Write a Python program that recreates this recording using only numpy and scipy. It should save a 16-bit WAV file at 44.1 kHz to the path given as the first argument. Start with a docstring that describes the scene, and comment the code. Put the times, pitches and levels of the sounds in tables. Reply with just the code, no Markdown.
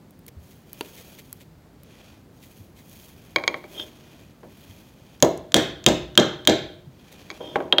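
"""Five sharp wood cracks with a short room echo, amid light knocks, ticks and a sleeve rustling close by.
A block is set on a workbench, a dowel driven into a holder by a scrap stick, the holder tapped, the stick
laid aside. Wood is decaying modes plus noise bursts; slides are random slips; cloth is grainy noise.
The blows overload the recorder: its limiter ducks each crack and the workshop's echo swells up behind."""
import sys
import numpy as np
from scipy import signal
from scipy.fft import rfft, irfft
from scipy.io import wavfile

SR = 44100
rng = np.random.default_rng(int(sys.argv[2]) if len(sys.argv) > 2 else 0)


def generate_wav(sig):
    """Save sig (samples, or channels by samples) to the path in sys.argv[1] as 16-bit PCM at SR."""
    pcm = np.round(np.clip(np.atleast_2d(sig).T, -1, 1) * 32767).astype(np.int16)
    wavfile.write(sys.argv[1], SR, pcm)


N = 343980
TIME = np.arange(N) / SR
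RING_TIME = TIME[:SR * 3 // 4]

# dowel modes: f/Hz, level/dB, t60/s
DOWEL_MODES = [(1224, -33, 0.071), (1623, -25, 0.053), (2500, -22, 0.025), (3229, 0.5, 0.025),
               (3516, -20.5, 0.036), (3680, -9.5, 0.03), (4840, -22.5, 0.012), (5270, -36, 0.013),
               (6650, -22.5, 0.012), (7300, -33.5, .02), (8950, -18, 0.0085)]
# dense stick modes: f/Hz, spectral level/dB
STICK_CLACK_SPECTRUM = [(150, -9), (400, 11), (900, -5), (1500, -8.5), (3500, 0.5), (5000, -12.5),
                        (15000, -1.5)]
# cloth hiss: f/Hz, spectral level/dB
CLOTH_SPECTRUM = [(200, 10.5), (600, 8), (1200, -0.5), (2100, 1), (2700, -6), (3600, -1), (4600, 0.5),
                  (5600, -6), (6800, -3.5), (8200, -7), (10500, -8.5), (12000, -1.5), (14000, -8.5),
                  (16000, 2)]


def from_db(db):
    """Decibels to amplitude gain."""
    return 10 ** (np.asarray(db) / 20)


def rms_one(x):
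    """Scale to unit power."""
    return x / np.sqrt(np.mean(x ** 2) + 1e-20)


def at_hz(points, hz):
    """Interpolate a table on a log-frequency axis."""
    f, value = np.transpose(points)
    return np.interp(np.log(np.maximum(hz, 1)), np.log(f), value)


def butter(x, hz, kind, order=2):
    """Causal Butterworth filter."""
    safe_hz = np.clip(hz, 10, SR * 0.45)
    return signal.sosfilt(signal.butter(order, safe_hz, kind, fs=SR, output="sos"), x)


def noise(spectrum, size):
    """Gaussian noise shaped to a spectrum, rms 1."""
    gain = from_db(at_hz(spectrum, np.fft.rfftfreq(size, 1 / SR)))
    return rms_one(irfft(rfft(rng.standard_normal(size)) * gain, size))


def dying(t60_s):
    """Exponential decay, 60 dB in t60."""
    return np.exp(-np.log(1000) * RING_TIME / max(t60_s, 1e-3))


def add(track, t_s, sound):
    """Mix a sound in at a given time."""
    start = max(round(t_s * SR), 0)
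    track[start:start + len(sound)] += sound[:N - start]


def ring(modes):
    """Free vibration of a struck body: decaying sines, neighbouring modes in opposite sign."""
    out = np.zeros(len(RING_TIME))
    for k, (hz, level_db, t60_s) in enumerate(modes):
        out += (-1) ** k * from_db(level_db) * dying(t60_s) * np.sin(2 * np.pi * hz * RING_TIME)
    return out


def clack(spectrum, t60_s):
    """Many close, heavily damped modes: a short burst with smooth spectrum and random phases."""
    size = len(RING_TIME)
    half_decay = dying(2 * t60_s)  # applied twice, giving t60_s
    burst = rfft(rng.standard_normal(size) * half_decay)
    colour = from_db(at_hz(spectrum, np.fft.rfftfreq(size, 1 / SR)))
    sound = irfft(burst / np.abs(burst) * colour, size) * half_decay
    return rms_one(sound) * np.sqrt(np.mean(dying(t60_s) ** 2))


def stroke(start_s, rise_s, hold_s, release_s):
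    """Hand speed: linear rise, hold, exponential fall with time constant release_s."""
    speeding = np.clip((TIME - start_s) / max(rise_s, 1e-3), 0, 1)
    after_hold = np.maximum(TIME - start_s - rise_s - hold_s, 0)
    return speeding * np.exp(-after_hold / max(release_s, 1e-3))


def room_rumble():
    """Steady low rumble of the room: shaped noise."""
    # f/Hz, spectral level/dB
    rumble_spectrum = [(20, -25), (35, -11.5), (55, -1), (90, 1.5), (170, 1.5), (260, -2), (380, -7.5),
                       (600, -13), (1100, -20), (2000, -25), (3500, -30.5), (6000, -34.5), (15000, -43)]
    return from_db(-51) * noise(rumble_spectrum, N)


def workshop(x, wet_db, build_s):
    """Diffuse echo: builds up over the first reflections, then each band decays at its own rate."""
    # decay: f/Hz, t60/s
    room_t60 = [(80, 0.7), (200, 0.38), (560, 0.51), (1500, 0.4944), (3500, 0.5067), (6500, 0.31),
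                (10000, 0.3), (15000, 0.33)]
    # colour: f/Hz, level/dB
    room_colour = [(80, 9), (300, 4.5), (1000, 3.5), (3000, -2.5), (7000, -5.4), (10000, -7), (15000, -2.5)]
    edges_hz = np.geomspace(50, 18000, 18)
    echo = np.zeros(len(RING_TIME))
    for low_hz, high_hz in zip(edges_hz, edges_hz[1:]):
        centre_hz = np.sqrt(low_hz * high_hz)
        band = butter(rng.standard_normal(len(RING_TIME)), [low_hz, high_hz], "band")
        echo += from_db(at_hz(room_colour, centre_hz)) * band * dying(at_hz(room_t60, centre_hz))
    echo *= np.minimum(RING_TIME / build_s, 1) ** 2
    unit_echo = echo / np.sqrt(np.sum(echo ** 2))
    return from_db(wet_db) * signal.fftconvolve(x, unit_echo)[:N]


def sleeve(grain_db, waver_db, waver_hz, cloth_db, wood_db):
    """Cloth hisses in fine grains as each arm move swells and fades; it scuffs where pressed harder."""
    # arm moves, sleeve and fingers on wood: middle t/s, half length/s, level/dB, treble shelf/dB
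    moves = [(0.503, 0.1, -63, 9), (0.966, 0.26, -49, 2), (1.347, 0.11, -61.5, 4), (2.015, .17, -50, -16),
             (2.527, 0.16, -59.5, 7), (2.973, 0.14, -54.5, 7), (3.42, 0.35, -53.5, -3),
             (3.785, 0.089, -47, 0), (4.066, 0.25, -50.5, -10.5), (4.693, 0.23, -51.5, -2.5),
             (5.12, 0.17, -55, -8.5), (7.342, 0.35, -47.5, -17)]
    # brief, duller scuffs: t/s, level/dB, length/s
    scuffs = [(0.285, -43, 0.0054), (0.52, -59, 0.017), (0.856, -49, 0.017), (0.983, -47.5, 0.032),
              (1.194, -42, 0.012), (1.416, -50.5, 0.017), (2.437, -50, .012), (2.788, -51, 0.025),
              (7.127, -48, .012)]
    # scuff colour: f/Hz, spectral level/dB
    scuff_spectrum = [(200, -2), (500, 5), (1200, -16), (2100, 3.5), (2700, 0), (3600, 2), (5200, -6),
                      (6800, -5), (9000, -9), (15000, -3.5)]
    # wood resonances excited by rubbing: f/Hz, level/dB, t60/s
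    rubbed_modes = [(2425, 1, .014), (3270, 6.5, 0.0061), (5660, -3, 0.0091), (6505, -2, 0.012),
                    (10400, 1, 0.0048), (13850, 1.5, .007)]
    treble_hz, resting_db = 5380, -64
    evenness = 3.0  # 2 is a bell-shaped swell, higher holds speed longer

    wood = rms_one(signal.fftconvolve(rng.standard_normal(N), ring(rubbed_modes))[:N])
    hiss = from_db(cloth_db) * noise(CLOTH_SPECTRUM, N) + from_db(wood_db) * wood
    treble = butter(hiss, treble_hz, "high", order=1)
    rubbing = np.zeros(N)
    for middle_s, half_s, level_db, treble_db in moves:
        speed = np.exp(-np.abs((TIME - middle_s) / half_s) ** evenness)
        rubbing += from_db(level_db) * speed * (hiss + (from_db(treble_db) - 1) * treble)
    press = np.zeros(N)
    for t_s, level_db, length_s in scuffs:
        press += from_db(level_db) * np.exp(-((TIME - t_s) / length_s) ** 2)

    waver = from_db(waver_db * rms_one(butter(rng.standard_normal(N), waver_hz, "low")))
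    grain = rms_one(from_db(grain_db * rms_one(butter(rng.standard_normal(N), 200, "low"))))
    moving = grain * (waver * rubbing + press * noise(scuff_spectrum, N))
    return moving + from_db(resting_db) * noise(CLOTH_SPECTRUM, N)


def handling_ticks(t60_s):
    """Cloth and wood being handled: tiny bright snaps over a broad click."""
    # t/s, level/dB, centre f/Hz
    ticks = [(0.108, -42.5, 14100), (0.192, -46, 13500), (0.265, -35.5, 13000), (0.2818, -32, 13400),
             (0.288, -53, 6950), (0.7312, -24, 14500), (0.809, -29, 10200), (1.3286, -22, 13200),
             (1.834, -39, 14100), (2.897, -42, 11200), (3.3625, -30, 12500), (5.376, -33.5, 7400)]
    out = np.zeros(N)
    for t_s, level_db, hz in ticks:
        spectrum = [(hz / 20, -17), (hz / 2, -13), (hz, 0), (hz * 2, -16)]
        add(out, t_s, from_db(level_db) * clack(spectrum, t60_s))
    return out


def arm_bumps(t60_s):
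    """Soft bumps of the arm: one low mode that swells for a few cycles, then decays."""
    # t/s, level/dB, f/Hz
    bumps = [(0.365, -34, 80), (2.598, -37.5, 97), (4.692, -38, 100.9), (6.868, -36, 140.3)]
    out = np.zeros(N)
    for t_s, level_db, hz in bumps:
        add(out, t_s, from_db(level_db) * ring([(hz, 6, t60_s)]) * (1 - dying(t60_s / 2)))
    return out


def bench(contact_hz):
    """The bench top booms; a longer contact (lower cutoff) leaves only its lower modes."""
    # f/Hz, level/dB, t60/s
    bench_modes = [(98, -30, 0.14), (138, -37, 1), (191, -24, 0.33), (235.6, -24, 0.42), (265, -18, 0.091),
                   (316.3, -10, 0.24), (356, -21, 0.72), (390.6, -9, 0.13), (486.7, -7, 0.14),
                   (544.6, -13, 0.24), (611, -6, 0.2), (794, -13, 0.2), (950, -20.5, 0.36),
                   (998, -8.5, 0.05)]
    # dense modes between them: f/Hz, spectral level/dB
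    thud_spectrum = [(30, -40.5), (55, -25.5), (85, -15.5), (140, -2.5), (250, -3.5), (340, 5), (430, -2),
                     (600, -1), (800, -8), (1100, -14.5), (2000, -21), (6000, -48.5)]
    return butter(ring(bench_modes) + clack(thud_spectrum, 0.15), contact_hz, "low", order=1)


def slide(grains_per_s, pressure_power):
    """Wood fibres catch and slip at random, keeping the dowel and the bench under it ringing."""
    # wood dragged over wood: start t/s, rise/s, hold/s, squeak level/dB, bench level/dB
    slides = [(3.686, 0.12, 0.014, -33, -44.5), (7.386, 0.025, .13, -46, -41.5),
              (7.543, .02, 0.1, -63, -36.5)]
    # modes kept alive by sliding: f/Hz, level/dB, t60/s
    squeak_modes = [(3198, 5, 0.042), (3580, -1, 0.03), (5190, -15, 0.028), (6580, -19, 0.032)]
    slips = (rng.random(N) < grains_per_s / SR) * rng.standard_normal(N)
    squeak = rms_one(signal.fftconvolve(slips, ring(squeak_modes))[:N])
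    rumble = rms_one(signal.fftconvolve(slips, butter(bench(1000), 200, "high"))[:N])
    out = np.zeros(N)
    for start_s, rise_s, hold_s, squeak_db, bench_db in slides:
        speed = stroke(start_s, rise_s, hold_s, release_s=0.052)
        out += from_db(squeak_db) * speed ** pressure_power * squeak
        out += from_db(bench_db) * speed * rumble
    return out


def knocks(rows, modes, spectrum, clack_db, clack_t60_s, lowest_hz):
    """A light piece lands on wood: it rings itself, but hardly stirs the bench's deepest modes."""
    out = np.zeros(N)
    for t_s, ring_db, contact_hz, bench_db in rows:
        wood = ring(modes) + from_db(clack_db) * clack(spectrum, clack_t60_s)
        add(out, t_s, from_db(ring_db) * butter(wood, contact_hz, "low"))
        add(out, t_s, from_db(bench_db) * butter(bench(contact_hz), lowest_hz, "high"))
    return out


def hand_knocks():
    """Two held pieces click together and ring in their own modes."""
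    # t/s, ring level/dB, contact cutoff f/Hz, bench level/dB
    rows = [(0.8091, -23.5, 5200, -41)]
    # held pieces: f/Hz, level/dB, t60/s
    held_modes = [(264, -14.5, 0.067), (410, -5.5, 0.039), (970, -4.5, 0.035), (1400, -9, 0.029),
                  (2680, -9, .025), (3460, -19, 0.027), (3980, -13, 0.028), (4520, -8.5, .035)]
    return knocks(rows, held_modes, STICK_CLACK_SPECTRUM, clack_db=8.5, clack_t60_s=0.014, lowest_hz=300)


def stick_knocks():
    """Duller knocks of wood meeting the bench, rung in the stick's modes."""
    # t/s, ring level/dB, contact cutoff f/Hz, bench level/dB
    rows = [(4.432, -50, 2000, -39), (7.5572, -14, 1940, -19.5), (7.6035, -29, 1700, -25.5)]
    # stick: f/Hz, level/dB, t60/s
    stick_modes = [(805, 1.5, 0.073), (1082, -7, 0.047), (1560, 0.5, 0.02), (2230, -7, 0.027),
                   (3070, -26, .02)]
    return knocks(rows, stick_modes, STICK_CLACK_SPECTRUM, clack_db=5.5, clack_t60_s=0.03, lowest_hz=308)


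def block_knocks():
    """The square block lands, rocks and is nudged, ringing in its own modes."""
    # t/s, ring level/dB, contact cutoff f/Hz, bench level/dB
    rows = [(3.3603, -8, 3480, -23.5), (3.384, -26, 3000, -31.5), (3.399, -35, 3000, -36),
            (3.4378, -20.5, 2510, -34.5), (3.4778, -11.5, 7400, -25.5), (3.5423, -18.5, 1800, -32),
            (3.6406, -33, 1990, -40.5), (7.3025, -29.5, 6960, -40), (7.3125, -36, 6170, -41)]
    # block: f/Hz, level/dB, t60/s
    block_modes = [(931, -33, 0.27), (1085, -9, 0.043), (1644, -32.5, 0.038), (1900, -20, 0.05),
                   (2260, 0.5, 0.036), (2390, -17.5, 0.13), (3250, -7.5, 0.032), (4400, -39, .03),
                   (6520, -5, 0.019)]
    # dense block modes: f/Hz, spectral level/dB
    block_spectrum = [(200, -42.5), (500, -18), (1400, -3), (2200, 6), (2650, -33), (3300, -2.5),
                      (4400, 4.5), (5700, -12.5), (6700, -69), (8000, -25), (15000, -14.5)]
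    return knocks(rows, block_modes, block_spectrum, clack_db=3.0, clack_t60_s=0.011, lowest_hz=330)


def holder_taps():
    """The holder meets the block; the dowel in it rings."""
    # t/s, ring level/dB, contact cutoff f/Hz, bench level/dB
    rows = [(3.798, -21.5, 4100, -51), (7.405, -42, 774, -28.5), (7.7252, 0, 3970, -17),
            (7.7838, -1.5, 4370, -19.5)]
    # dense dowel modes: f/Hz, spectral level/dB
    dowel_spectrum = [(200, -30), (500, -18), (820, -49), (1300, 13), (1900, 15), (3200, -19.5), (4200, 23),
                      (5000, -54), (8000, -15), (15000, 18)]
    return knocks(rows, DOWEL_MODES, dowel_spectrum, clack_db=-2, clack_t60_s=0.014, lowest_hz=300)


def blows(ring_spread_db):
    """Stick cracks on dowel; both ring and the bench is driven. Returns near sound and room feed."""
    # t/s, dowel ring/dB, overtone/dB, crack/dB, contact cutoff f/Hz,
    # bench/dB, bench contact cutoff f/Hz, stick bend/dB
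    blow_rows = [(5.225, -8.5, 1, 1, 11500, -8.5, 1560, -19.5),
                 (5.543, 4.5, -1.5, 12.5, 8300, -6, 496, -23.5),
                 (5.8635, 7, -10, 11.5, 7280, -2, 386, -28.5), (6.176, 15, -14, 12.5, 5600, -3, 384, -39),
                 (6.474, 11, 3.5, 12, 6260, -5, 380, -23)]
    # upper dowel modes: f/Hz, level/dB, t60/s
    overtones = [(6370, -2.5, 0.013), (6780, -13, 0.028)]
    # dense modes of the crack: f/Hz, spectral level/dB
    crack_spectrum = [(40, -35.5), (200, -18), (600, -9.5), (1000, -14), (1650, 0), (2000, -6), (2700, -5),
                      (3500, 4.5), (4300, -4.5), (5500, -6), (6600, 1), (7500, 0), (8400, -17.5),
                      (15500, -5.5)]
    # bending modes of the swung stick: f/Hz, level/dB, t60/s
    bend_modes = [(655, -0.5, 0.39), (674, -1.5, 0.31), (712, -11, 0.18)]
    side_tick_s, before_db, after_db = 0.0225, -38.5, -22  # faint copies around each crack

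    near, spread = np.zeros((2, N))
    for t_s, ring_db, overtone_db, crack_db, contact_hz, bench_db, bench_hz, bend_db in blow_rows:
        dowel = from_db(ring_db) * butter(ring(DOWEL_MODES), contact_hz, "low")
        dowel += from_db(overtone_db) * ring(overtones)
        crack = from_db(crack_db) * butter(clack(crack_spectrum, 0.013), contact_hz, "low")
        body = from_db(bench_db) * bench(bench_hz) + from_db(bend_db) * ring(bend_modes)
        add(near, t_s, dowel + crack + body)
        # the thin dowel radiates less into the room
        add(spread, t_s, from_db(ring_spread_db) * dowel + crack + body)
        add(near, t_s - side_tick_s, from_db(before_db) * crack)
        add(near, t_s + side_tick_s, from_db(after_db) * crack)
    return near, spread


def scene():
    """All the wood, its echo, the sleeve and the room's low rumble; one channel."""
    handling = slide(grains_per_s=6800, pressure_power=2.9)
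    handling += handling_ticks(t60_s=0.0059) + arm_bumps(t60_s=0.13)
    handling += block_knocks() + holder_taps() + stick_knocks() + hand_knocks()
    near, spread = blows(ring_spread_db=-6.5)
    # light handling, low on the bench, reaches the room less than the blows
    echo = workshop(spread + from_db(-6) * handling, wet_db=-15.5, build_s=0.0032)
    cloth = sleeve(grain_db=2.0, waver_db=1.4, waver_hz=28, cloth_db=-1.5, wood_db=-7.0)
    return (near + handling + echo + cloth + room_rumble())[None]


def limiter(x, threshold_db, release_db_per_s, attack_s, lag_s):
    """Gain reacts late, so peaks slip past; it then dips and recovers at a steady dB rate."""
    over_db = np.maximum(20 * np.log10(np.abs(x[0]) + 1e-9) - threshold_db, 0)
    fall_db = release_db_per_s * TIME
    held_db = np.maximum.accumulate(over_db + fall_db) - fall_db
    late_db = np.interp(TIME - lag_s, TIME, held_db)
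    pole = np.exp(-1 / (attack_s * SR))
    cut_db = signal.lfilter([1 - pole], [1, -pole], late_db)
    return x * from_db(-cut_db)


def record(dry):
    """Limiter, hard clipping of what slips past it, bass roll-off and steep top cut."""
    limited = limiter(dry, threshold_db=1.5, release_db_per_s=954.0, attack_s=0.00082, lag_s=0.00022)
    loud = butter(np.clip(limited, -1, 1), 32, "high")
    top_cut = signal.cheby2(16, 70, 16500, fs=SR, output="sos")  # 70 dB down from 16.5 kHz
    return signal.sosfilt(top_cut, loud)


dry = scene()
out = record(dry)
generate_wav(out)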